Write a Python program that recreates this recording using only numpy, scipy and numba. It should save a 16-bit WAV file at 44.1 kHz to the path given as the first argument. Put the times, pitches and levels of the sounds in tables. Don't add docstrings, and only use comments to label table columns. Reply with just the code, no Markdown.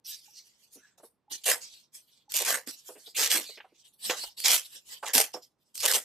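import sys
import numpy as np
from scipy import signal
from scipy.fft import rfft, irfft
from scipy.io import wavfile
from numba import njit

SR = 44100
rng = np.random.default_rng(int(sys.argv[2]) if len(sys.argv) > 2 else 0)


def digitize_waveform(pressure):
    field = np.atleast_2d(pressure).T
    bounded = np.clip(field, -1, 1)
    quanta = np.round(bounded * 32767).astype(np.int16)
    wavfile.write(sys.argv[1], SR, quanta)


N = 266760


def undb(db):
    return 10 ** (np.asarray(db) / 20)


def unit(x):
    return x / np.sqrt(np.mean(x ** 2))


def add(out, s, x):
    i = max(int(s * SR), 0)
    out[..., i:i + x.shape[-1]] += x[..., :max(N - i, 0)]


def spectrum(points, size):
    hz, db = np.transpose(points)
    bins_hz = np.fft.rfftfreq(size, 1 / SR)
    return np.interp(np.log(bins_hz + 1), np.log(hz), db)


def colour(x, points):
    size = x.shape[-1]
    return unit(irfft(rfft(x) * undb(spectrum(points, size)), size))


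def band(x, lo_hz, hi_hz, order=2):
    sos = signal.butter(order, [lo_hz, min(hi_hz, .45 * SR)], "band", fs=SR, output="sos")
    return signal.sosfilt(sos, x)


def ring(t60, channels=1, size=16384):
    h = rng.standard_normal((channels, size)) * np.exp(-np.log(1000) * np.arange(size) / SR / t60)
    return h / np.sqrt(np.sum(h ** 2, axis=1, keepdims=True))


def walk(rate):
    return unit(np.interp(np.arange(N) / SR * rate, np.arange(N), rng.standard_normal(N)))


def grains(rate, spread_db):
    struck = rng.random(N) < rate / SR
    polarity = rng.choice([-1, 1], N)
    return struck * polarity * undb(spread_db * np.minimum(rng.exponential(size=N), 4))


def aim(clicks, scatter):
    return clicks * (1 + scatter * rng.standard_normal(N) * np.array([[1], [-1]]))


def stroke(s, length_s, attack_s, swell_db, release_db_per_s):
    i = np.arange(int(s * SR), min(int((s + length_s + .5) * SR), N))
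    age = (i - i[0]) / SR
    attack = np.sin(np.pi / 2 * np.minimum(age / attack_s, 1)) ** 2
    arch = np.sin(np.pi * np.minimum(age / length_s, 1)) - 1
    release_db = release_db_per_s * np.maximum(age - length_s, 0)
    return i, attack * undb(swell_db * arch - release_db)


@njit
def resonance(x, hz, share):
    y, b, low = np.empty(len(x)), 0., 0.
    for i in range(len(x)):
        g = np.tan(np.pi * hz[i] / SR)
        v = (b + g * (x[i] - low)) / (1 + g * (g + share))
        b, low = 2 * v - b, low + 2 * g * v
        y[i] = v * np.sqrt(share * (1 + g * (g + share)) / g)
    return y


def sheet(x, t60, shared_db, apart_db, warp_db, size=4096):
    hz, _, frames = signal.stft(x, SR, nperseg=size)
    count = frames.shape[-1]
    shared, left, right = (rfft(ring(t60, channels=count, size=size)).T for _ in range(3))
    spread = undb(apart_db) * (hz ** 2 / (hz ** 2 + 2200 ** 2))[:, None]
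    modes = 1 + undb(shared_db) * shared + spread * np.array([left, right])
    modes /= np.sqrt(1 + undb(shared_db) ** 2 + spread ** 2 / 2)
    place = 5 * np.log2(1 + hz / 400)
    shapes = rng.standard_normal((count, 32))
    warp = np.transpose([np.interp(place, np.arange(32), row) for row in shapes])
    return signal.istft(frames * modes * undb(warp_db * warp), SR, nperseg=size)[1][:, :N]


# frequency in Hz, density in dB per Hz.
AIR_SHAPE = [(15, -47), (25, -13), (142, 4.5), (363, 0.5), (673, -5), (927, -4.5), (1720, -15),
             (4260, -21.5), (6200, -27.5), (13800, -36), (15000, -40.5)]


def air(level_db=-81, side_db=-8):
    mid, side = (colour(rng.standard_normal(N), AIR_SHAPE) for _ in range(2))
    return undb(level_db) * (mid + undb(side_db) * side * np.array([[1], [-1]]))


# start in seconds, length in seconds, attack in seconds,
# level in dB, broad rub trim in dB, fine hiss trim in dB, flap resonance at full effort in Hz.
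GRIP_SLIDES = [(0.039, 0.12, 0.025, -42.5, -19, -3, 5080), (0.171, 0.14, 0.094, -62, 0, 1, 5100),
               (0.321, 0.079, 0.071, -45.5, -22, -11.5, 5100), (0.428, 0.11, 0.03, -75.5, 9.5, 3, 5630),
               (0.554, 0.13, 0.06, -78, 9, 7.5, 6440), (0.697, 0.066, 0.065, -61.5, -2, 4, 7000),
               (0.766, 0.16, .02, -70, -4, -13, 1490), (0.974, 0.02, 0.0059, -65.5, -2, 0, 5940),
               (1.01, 0.062, 0.048, -76.5, 2, 18, 5000), (1.294, 0.068, 0.028, -47, 3.5, 1.5, 3670),
               (1.599, 0.062, .025, -47.5, 0.5, -7, 5870), (1.654, 0.16, 0.04, -60, 0, -4.5, 4380),
               (1.914, 0.065, 0.075, -53.5, 1.5, 5.5, 6000), (2.053, 0.16, 0.056, -68.5, -0.5, -6.5, 3520),
               (2.29, 0.083, 0.013, -58, 11.5, 8.5, 4430), (2.658, 0.071, 0.015, -46.5, 3, 0.5, 5800),
               (2.759, 0.062, 0.049, -65.5, 1, 3, 5400), (2.831, 0.096, 0.038, -61, 3.5, 11, 6860),
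               (2.96, 0.14, 0.042, -69.5, 6, 10, 4870), (3.056, 0.024, 0.013, -46, -13, -8.5, 4640),
               (3.145, 0.041, 0.0071, -39, -12, -1.5, 3200), (3.421, 0.1, 0.054, -44.5, -8.5, -9, 3870),
               (3.545, 0.17, 0.016, -72.5, -23, -10, 2900), (3.724, 0.11, 0.057, -68.5, 0, -6, 3450),
               (3.835, 0.03, 0.024, -58, -1, 4, 3750), (3.927, 0.025, .02, -76, -4.5, 12.5, 4400),
               (3.975, 0.13, 0.14, -41.5, 3.5, 3.5, 4300), (4.133, .140, 0.045, -48, 3, 0.5, 4500),
               (4.364, 0.21, 0.019, -44.5, -3, 1, 4140), (4.627, 0.077, 0.042, -58.5, 1, -1, 3970),
               (4.707, 0.071, 0.038, -54, 4, 2.5, 5200), (4.836, 0.14, 0.083, -60, 10.5, 7, 5040),
               (5.02, 0.038, 0.012, -53.5, -4, 3.5, 4600), (5.328, 0.022, 0.012, -49.5, 1.5, 1, 5350),
               (5.413, 0.025, 0.014, -57, -15.5, -4, 5380), (5.577, 0.17, 0.026, -85.5, 5, 2, 5060),
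               (5.74, 0.12, 0.016, -45.5, -5, 4, 4700)]
# frequency in Hz, density in dB per Hz.
RUB_SHAPE = [(200, -14.5), (600, -13.5), (1300, -14.5), (1800, -7), (2200, -8), (3000, 0), (4000, -3),
             (5200, -1), (6500, -4), (8000, 1.5), (9500, -26.5)]
# frequency in Hz, density in dB per Hz.
FINE_SHAPE = [(6500, -28.5), (8200, -2), (10500, -2), (13500, -2.5), (16000, -18)]
SLIDE_SWELL_DB, SLIDE_RELEASE_DB_PER_S, FLAP_RISE_OCTAVES = 4.5, 320.5, 0.053


def slides(flap_width=0.33):
    slips = grains(rate=17000, spread_db=0.0)
    slips = unit(slips * undb(0.71 * walk(rate=440) + 2.0 * walk(rate=62)))
    rub = colour(aim(slips, scatter=1.0), RUB_SHAPE)
    fine = colour(aim(slips, scatter=0.25), FINE_SHAPE)
    drive = band(slips, 1400, 12000)
    out = np.zeros((2, N))
    for s, length_s, attack_s, db, rub_db, fine_db, hz in GRIP_SLIDES:
        i, effort = stroke(s, length_s, attack_s, SLIDE_SWELL_DB, SLIDE_RELEASE_DB_PER_S)
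        flap_hz = hz * 2 ** (FLAP_RISE_OCTAVES * (effort - 1))
        flap = resonance(drive[i], flap_hz, flap_width)
        friction = flap + undb(rub_db) * rub[:, i] + undb(fine_db) * fine[:, i]
        add(out, s, undb(db) * effort * friction)
    return sheet(out, t60=0.019, shared_db=-4.5, apart_db=-1.5, warp_db=4.5)


def clock(first_s=.28, hz=838, db=-57, rise_s=0.0051):
    out = np.zeros(N)
    t = np.arange(SR // 10) / SR
    tick = np.sin(2 * np.pi * hz * t) * t / rise_s * np.exp(1 - t / rise_s)
    for second in range(6):
        add(out, first_s + second, undb(db) * tick)
    return out


# start in seconds, level in dB, pitch in Hz,
# crack trim in dB, time to full swing in seconds.
SHEET_BUCKLES = [(0.756, -47.5, 277, -16, 0.0098), (0.978, -55.5, 700, -7, 0.004),
                 (0.996, -49, 560, -30, 0.0062), (1.031, -41.5, 457, -30, 0.0069),
                 (2.341, -40.5, 600, -7, 0.0052), (2.672, -35.5, 278, 1, 0.0063),
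                 (2.886, -37, 506, -12, 0.01), (2.95, -47.5, 422, -0.5, 0.013),
                 (3.071, -49, 473, -14, 0.0068), (3.335, -33, 326.5, -2, 0.018),
                 (3.383, -37.5, 330, -2, 0.011), (3.491, -43, 461, -18, 0.0044),
                 (3.571, -47, 436, 11, 0.0082), (3.601, -45.5, 840, 14.5, 0.0041),
                 (3.641, -46, 761, -19, 0.0073), (3.720, -55, 330, -20, 0.0042),
                 (4.095, -22, 500, 11, 0.0032), (4.233, -38.5, 700, -1.5, 0.0061),
                 (5.027, -25.5, 868, -17.5, 0.0084), (5.148, -29.5, 257, -5, 0.0096),
                 (5.340, -28.5, 499, -40, 0.0084), (5.362, -39, 726, -31, 0.0063),
                 (5.963, -24.5, 479, 0, 0.0028)]


def buckles(width=1.635, pop_db=-11, flutter_db=-11, crack_db=-15, tail_db=-13, tail_t60=0.18):
    out = np.zeros(N)
    t = np.arange(SR // 5) / SR
    for s, db, hz, crack_trim_db, rise_s in SHEET_BUCKLES:
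        swing = t / rise_s * np.exp(1 - t / rise_s)
        decay = np.exp(-np.log(1000) * t / tail_t60)
        tail = undb(tail_db) * decay * (1 - np.exp(-t / rise_s))
        noise = rng.standard_normal(len(t))
        pop = undb(pop_db) * np.sin(2 * np.pi * hz * t)
        flutter = undb(flutter_db) * unit(band(noise, hz / width, hz * width))
        crack = undb(crack_db + crack_trim_db) * unit(band(noise, 1600, 3000, order=3))
        add(out, s, undb(db) * (pop + flutter + crack) * (swing + tail))
    return band(out, 200, 8000, order=3)


# start in seconds, length in seconds, fibre crackle level in dB,
# sheet body trim in dB, finest fibres relative to the crackle in dB, resonance of the free sheet in Hz.
TEAR_PULLS = [(1.435, .020, -42, -15, -2.5, 1350), (1.454, 0.077, -28, -1, 3, 1120),
              (2.337, 0.051, -30, -16, 0, 695), (2.388, 0.047, -34.5, -2.5, -4, 646),
              (2.448, 0.11, -31.5, 1.5, -1.5, 2010), (3.161, 0.11, -26, -9, -4.5, 2050),
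              (3.299, 0.081, -25.5, -8, -2, 1600), (4.095, 0.029, -30, 5.5, -14, 850),
              (4.437, 0.11, -21.5, -11, -3.5, 1145), (4.544, 0.036, -34, -15, -0.5, 1360),
              (5.053, 0.041, -35, -3, -18.5, 1050), (5.132, 0.081, -25, -5.5, 3, 880),
              (5.208, 0.01, -38.5, -8, 1, 1280), (5.803, 0.019, -35.5, -10, -3, 1900),
              (5.823, 0.049, -29, -2, -3, 600), (5.873, 0.053, -31, -4, 4, 1110),
              (5.933, 0.041, -30, -6, 2.5, 560)]
# frequency in Hz, density in dB per Hz.
FIBRE_SHAPE = [(900, -48), (1700, -26.5), (2100, -2.5), (2900, 5), (3900, 2), (5200, 2), (7000, 5),
               (8000, -2), (9500, -22.5)]
# frequency in Hz, density in dB per Hz.
BODY_SHAPE = [(60, -55), (150, -36.5), (250, -5), (350, -11.5), (490, 6.5), (650, -3), (850, -2),
              (1250, -6.5), (1650, 6), (2000, 4), (2700, -21)]
RIP_ATTACK_S, RIP_SWELL_DB, RIP_RELEASE_DB_PER_S, SHAKE_LAG_S = 0.0045, 5, 382.5, 0.02


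def rips(free_db=-6, free_width=1.0, body_trim_db=-3):
    breaks = grains(rate=7000, spread_db=2.4)
    breaks = breaks * undb(2.6 * walk(rate=800) + 1.2 * walk(rate=200))
    fibre = colour(aim(breaks, scatter=.45), FIBRE_SHAPE)
    fine = colour(aim(breaks, scatter=.65), FINE_SHAPE)
    body = colour(breaks, BODY_SHAPE)
    drive = band(unit(breaks), 220, 2400)
    out = np.zeros((2, N))
    for s, length_s, db, body_db, fine_db, hz in TEAR_PULLS:
        i, effort = stroke(s, length_s, RIP_ATTACK_S, RIP_SWELL_DB, RIP_RELEASE_DB_PER_S)
        free_part = resonance(drive[i], np.full(len(i), float(hz)), free_width)
        shake = undb(body_trim_db) * body[i] + undb(free_db) * free_part
        build_up = 1 - np.exp(-(i - i[0]) / SR / SHAKE_LAG_S)
        tear = fibre[:, i] + undb(body_db) * build_up * shake + undb(fine_db) * fine[:, i]
        add(out, s, undb(db) * effort * tear)
    return sheet(out, t60=.014, shared_db=-6.5, apart_db=-5, warp_db=2)


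# start in seconds, nominal peak level in dB.
BUNDLE_SNAPS = [(1.502, -11), (2.3201, -19), (2.3659, -7.5), (2.3724, -12), (2.4199, -18), (2.4503, -18),
                (2.6738, -24), (2.7097, -26), (4.4019, -20), (4.4817, -7), (4.5161, -5), (4.5424, -9),
                (5.0834, -21), (5.1517, -6), (5.1801, -3), (5.7543, -27), (5.7773, -22), (5.8032, -18),
                (5.8541, -7), (5.8604, -5), (5.882, -11), (5.914, -10), (5.9429, -11)]


def snaps(rise_s=.0008, crest_db=8.5, side_share=.45):
    out = np.zeros((2, N))
    age = np.arange(SR // 100) / SR / rise_s
    for s, db in BUNDLE_SNAPS:
        mid, side = unit(band(rng.standard_normal((2, len(age))), 2800, 18000))
        burst = mid + side_share * side * np.array([[1], [-1]])
        add(out, s, undb(db - crest_db) * age * np.exp(1 - age) * burst)
    return out


def room(x, t60=0.17, wet_db=-16):
    h = band(ring(t60, channels=2), 900, 9000, order=1) + band(ring(t60), 270, 1400, order=1)
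    out = x.copy()
    add(out, .005, undb(wet_db) * signal.fftconvolve(x, h, axes=1))
    return out


def scene():
    return room(rips() + snaps() + slides() + buckles() + clock()) + air()


# frequency in Hz, difference in dB.
LEFT_MINUS_RIGHT = [(300, -3.4), (1400, -1.8), (5500, -3), (9500, -.7), (13000, -2)]


def record(dry, lag_s=.000013):
    half_lean_db = spectrum(LEFT_MINUS_RIGHT, N) / 2
    late = np.exp(-2j * np.pi * np.fft.rfftfreq(N, 1 / SR) * lag_s)
    sides = np.array([undb(half_lean_db) * late, undb(-half_lean_db)])
    heard = irfft(rfft(dry) * sides, N)
    return signal.sosfilt(signal.ellip(10, .2, 80, 14200, fs=SR, output="sos"), heard)


dry = scene()
out = record(dry)
digitize_waveform(out)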